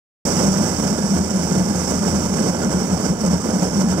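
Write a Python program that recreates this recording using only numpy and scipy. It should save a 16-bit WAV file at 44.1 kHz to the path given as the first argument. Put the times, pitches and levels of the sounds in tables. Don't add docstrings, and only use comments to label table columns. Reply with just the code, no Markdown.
import sys
import numpy as np
from scipy import signal
from scipy.fft import rfft, irfft
from scipy.io import wavfile
from scipy.ndimage import uniform_filter1d, minimum_filter1d, map_coordinates

SR = 44100
rng = np.random.default_rng(int(sys.argv[2]) if len(sys.argv) > 2 else 0)


def generate_wav(signal):
    frames = np.transpose(np.atleast_2d(signal))
    scaled = np.clip(frames, -1, 1) * 32767
    pcm = np.round(scaled).astype(np.int16)
    wavfile.write(sys.argv[1], SR, pcm)


N = 176400

# centre t/s, nominal length/s, relative level/dB, f/Hz
HULL_JUDDERS = [(0.287, 0.027, -18, 187), (0.363, 0.09, -15.5, 183.5), (0.467, 0.037, -9.5, 196.3),
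                (0.519, 0.045, -14, 186), (0.602, 0.062, -13, 192.7), (0.677, 0.023, -19, 191.4),
                (0.8, 0.032, -14.5, 195.4), (0.869, 0.022, -13, 201.4), (0.916, 0.031, -10.5, 203.9),
                (1.041, 0.028, -9.5, 193.4), (1.125, 0.04, -8.5, 183.8), (1.217, 0.023, -11, 192.4),
                (1.361, 0.021, -10.5, 185), (1.459, 0.026, -22, 195), (1.523, 0.024, -9, 202.9),
                (1.593, 0.03, -9, 182.5), (1.707, 0.051, -13, 193), (1.962, 0.024, -12, 189),
                (2.009, 0.036, -14, 201.5), (2.079, 0.021, -18, 201), (2.161, 0.054, -13, 206),
                (2.324, 0.024, -17, 199), (2.407, 0.062, -13, 189), (2.488, 0.029, -16, 202),
                (2.619, 0.022, -12, 179), (2.683, 0.024, -10.5, 201.7), (2.769, 0.038, -13, 187),
                (2.861, 0.038, -12, 186.3), (2.933, 0.038, -9.5, 188), (3.107, 0.051, -9.5, 190.3),
                (3.246, 0.062, -12.5, 202), (3.298, 0.029, -9.5, 186), (3.348, 0.03, -11, 195),
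                (3.496, 0.034, -13, 185), (3.563, 0.034, -13, 199.2), (3.666, 0.034, -20, 190),
                (3.786, 0.061, -12, 198), (3.843, 0.036, -10, 195), (3.939, 0.031, -12, 191)]
# t/s, sizzle drive/dB, grind drive/dB
ICE_EFFORT = [(0.26, -26.5, -30), (0.28, -27.5, -23.5), (0.35, -28.5, -27.5), (0.37, -26, -24),
              (0.55, -30, -28), (0.56, -30, -26.5), (1.29, -33, -30), (1.62, -31.5, -27),
              (1.67, -33.5, -30.5), (1.7, -28, -25.5), (1.71, -33.5, -29.5), (1.83, -30.5, -30),
              (1.93, -28.5, -24.5), (1.95, -33.5, -31.5), (2.14, -29, -24.5), (2.26, -33, -29.5),
              (2.49, -30, -25.5), (2.51, -34, -29.5), (2.59, -33, -27), (3.0, -33, -29), (3.07, -30.5, -25),
              (3.16, -39.5, -33.5), (3.21, -33.5, -28.5), (3.24, -32, -27), (3.3, -33.5, -30),
              (3.33, -29.5, -24), (3.36, -37, -33), (3.47, -32.5, -26.5), (3.59, -34, -30),
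              (3.63, -29, -24), (3.71, -36, -31), (3.81, -30, -26.5), (3.86, -36.5, -30.5),
              (3.91, -30.5, -27.5), (3.97, -38, -28.5), (4.0, -29, -25.5)]
# t/s, relative level/dB
SHEET_CRACKS = [(0.387, -20), (0.5627, -22), (0.7149, -33), (1.7478, -33), (1.886, -34), (2.0508, -20),
                (2.209, -30), (2.3844, -15), (2.4764, -46), (2.872, -23), (2.9837, -28), (3.6193, -24)]
# f/Hz, nominal width/Hz, level/dB
HULL_MODES = [(182, 35.3, -28), (219.6, 60, -32), (83, 14.5, -40)]
# f/Hz, relative level/dB
GRIND_COLOUR = [(22, -14.5), (52, -28.5), (68, -10), (83, 4.5), (100, 0.7), (135, -1.5), (300, 1.5),
                (450, -2), (600, -2.6), (660, -6), (920, -6.5), (1150, -12.5), (1420, -10.5), (1750, -17),
                (2100, -19.5), (2650, -31), (3000, -21), (4000, -36), (9000, -53)]
# f/Hz, relative level/dB
SIZZLE_COLOUR = [(2000, -19), (3000, -27.5), (3650, -23.5), (3900, -34.5), (4250, -26), (4600, -15.5),
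                 (5100, -11), (5600, -6.5), (6800, -13.5), (8000, -12), (9300, -23), (11000, -29.0),
                 (14500, -31), (15500, -36)]
# f/Hz, half-width/Hz, gain/dB
DECK_NOTCHES = [(1878, 63, -10), (3386, 52, -9.5), (4810, 33, -32)]
# f/Hz, level/dB
LEFT_GAIN = [(50, 4), (80, 2.4), (190, 0.4), (500, -3.7), (1400, -10.3), (2200, -12.2), (3200, -19.7),
             (5500, -22.0), (7000, -11.6), (8200, -16.3), (9500, -20.2), (15000, -19.4)]
# f/Hz, phase lead/rad
LEFT_LEAD = [(30, 0), (80, -.2), (130, -.35), (190, -.53), (520, -.95), (1500, -1.35), (2800, -2.0),
             (3600, -1.1), (4500, -1.9), (6300, -1.9), (7750, -5.1), (9000, -9.5), (15000, -18)]
# f/Hz, coherence/0-1
PORT_COHERENCE = [(50, .6), (80, .96), (200, .997), (1200, .98), (2500, .78), (4000, .5), (6000, .63),
                  (8000, .55), (10000, .33)]

GRIND_DB, GRIND_PER_S, GRIND_SPREAD_DB = 5, 2500, 3
SIZZLE_DB, PLATE_DB, SHARD_DB, FLAKE_DB = 6, -5.5, -3, -8.5
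JUDDER_GAIN_DB, CRACK_GAIN_DB, WIND_DB = -3.5, -5, -47
START_S = 0.251


def judders(t, ramp_s=0.056, wobble_hz=13.2, rough_db=2.5):
    centres_s, _, _, pitches_hz = np.array(HULL_JUDDERS).T
    pitch_hz = np.interp(t, centres_s, pitches_hz) + wobble_hz * walk(70)
    swell = np.zeros(N)
    for centre_s, length_s, db, _ in HULL_JUDDERS:
        shape = np.clip((length_s / 2 - abs(t - centre_s)) / ramp_s + 0.64, 0, 1)
        swell = np.maximum(swell, undb(db) * shape)
    tone = np.sin(2 * np.pi * np.cumsum(pitch_hz) / SR + 2 * np.pi * rng.random())
    return tone * swell * undb(JUDDER_GAIN_DB + rough_db * walk(90)), swell


def grinding(push):
    force = fractures(GRIND_PER_S, GRIND_SPREAD_DB) * undb(0.3 * walk(150)) * push
    plates = pieces(low_hz=450, high_hz=1695, decay_s=0.0097, range_db=11, count=420) * push
    crunch = undb(GRIND_DB) * shell(force, GRIND_COLOUR)
    clacks = undb(PLATE_DB) * shell(plates, GRIND_COLOUR)
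    hull = sum(undb(db) * ring(force, hz, 1.36 * width_hz) for hz, width_hz, db in HULL_MODES)
    return rms(push) * (crunch + clacks) + hull


def sizzling(push):
    splinters = fractures(per_s=8300, spread_db=1.5) * undb(SIZZLE_DB + 0.67 * walk(300))
    flakes = fractures(per_s=300, spread_db=5) * undb(FLAKE_DB)
    shards = pieces(low_hz=4494, high_hz=8990, decay_s=0.0036, range_db=7, count=900) * undb(SHARD_DB)
    forces = (splinters + flakes) * push, shards * push
    return sum(rms(force) * shell(force, SIZZLE_COLOUR) for force in forces)


def cracks(t, rise_s=0.00088, decay_s=0.0073):
    bursts = sum(undb(db) * np.clip((t - at_s) / rise_s, 0, 1) * np.exp(-abs(t - at_s) / decay_s)
                 for at_s, db in SHEET_CRACKS)
    snaps = ring(fractures(GRIND_PER_S, GRIND_SPREAD_DB), hz=1290, width_hz=1300)
    return undb(CRACK_GAIN_DB) * bursts * snaps


def wind():
    return ring(rng.standard_normal(N), hz=42, width_hz=45) * undb(WIND_DB + 2 * walk(3))


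def fractures(per_s, spread_db):
    happens = rng.random(N) < per_s / SR
    sign = np.sign(rng.standard_normal(N))
    size = undb(spread_db * np.clip(rng.standard_normal(N), -2, 2))
    return unit(happens * sign * size)


def pieces(low_hz, high_hz, decay_s, range_db, count):
    age_s = np.arange(2048) / SR
    out = np.zeros(N + len(age_s))
    for when, pitch, size, life in rng.random((count, 4)):
        hz = low_hz * (high_hz / low_hz) ** pitch
        start = int(when * N)
        fade = np.exp(-age_s / (decay_s * (0.5 + life)))
        out[start:start + len(age_s)] += undb(range_db * size) * fade * np.sin(2 * np.pi * hz * age_s)
    return unit(out[:N])


def effort_db(t, times_s, levels_db, smooth_s=0.027, depth=0.99):
    curve = uniform_filter1d(np.interp(t, times_s, levels_db), int(smooth_s * SR) + 1)
    return curve.mean() + depth * (curve - curve.mean())


def shell(force, colour):
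    f = np.fft.rfftfreq(N, 1 / SR)
    notches_db = sum(db / (1 + ((f - hz) / half_hz) ** 2) for hz, half_hz, db in DECK_NOTCHES)
    cepstrum = irfft(np.log(undb(over_hz(colour) + notches_db)), N)
    cepstrum[1:N // 2] *= 2
    cepstrum[N // 2 + 1:] = 0
    return unit(irfft(rfft(force) * np.exp(rfft(cepstrum)), N))


def left_port(right, indirect):
    coherence = over_hz(PORT_COHERENCE)
    shared = coherence * np.exp(1j * over_hz(LEFT_LEAD)) * rfft(right)
    separate = np.sqrt(1 - coherence ** 2) * rfft(indirect)
    return irfft(undb(over_hz(LEFT_GAIN)) * (shared + separate), N)


def ring(x, hz, width_hz):
    b, a = signal.iirpeak(hz, hz / width_hz, fs=SR)
    return unit(signal.lfilter(b, a, signal.lfilter(b, a, x)))


def walk(per_s):
    knots = rng.standard_normal(2048)
    return unit(map_coordinates(knots, [np.arange(N) / SR * per_s], order=2, mode="wrap"))


def over_hz(table):
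    hz, value = np.array(table, float).T
    return np.interp(np.log(np.fft.rfftfreq(N, 1 / SR) + 1e-3), np.log(hz), value)


def undb(db):
    return 10 ** (np.asarray(db) / 20)


def rms(x):
    return np.sqrt(np.mean(x ** 2))


def unit(x):
    return x / rms(x)


def scene():
    t = np.arange(N) / SR
    times_s, sizzle_db, grind_db = np.array(ICE_EFFORT).T
    boom, swell = judders(t)
    catch_db = 1.07 * walk(65)
    grind_push = undb(effort_db(t, times_s, grind_db) + catch_db) * (1 + 0.14 * swell)
    sizzle_push = undb(effort_db(t, times_s, sizzle_db) + catch_db)
    direct, indirect = (grinding(grind_push) + sizzling(sizzle_push) for _ in range(2))
    right = direct + boom + cracks(t)
    left = left_port(right, indirect) + wind()
    onset = np.clip((t - START_S) / 0.002, 0, 1)
    return np.array([left, right]) * onset


def record(dry, low_cut_hz=23, limit_db=-5.2, hold_s=0.01, top_hz=15750):
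    thinned = signal.sosfilt(signal.butter(2, low_cut_hz, "high", fs=SR, output="sos"), dry)
    hold = int(hold_s * SR) + 1
    allowed_gain = undb(limit_db) / np.maximum(abs(thinned).max(axis=0), undb(limit_db))
    gain = uniform_filter1d(minimum_filter1d(allowed_gain, hold), hold)
    return signal.sosfilt(signal.ellip(10, 0.2, 80, top_hz, fs=SR, output="sos"), thinned * gain)


dry = scene()
out = record(dry)
generate_wav(out)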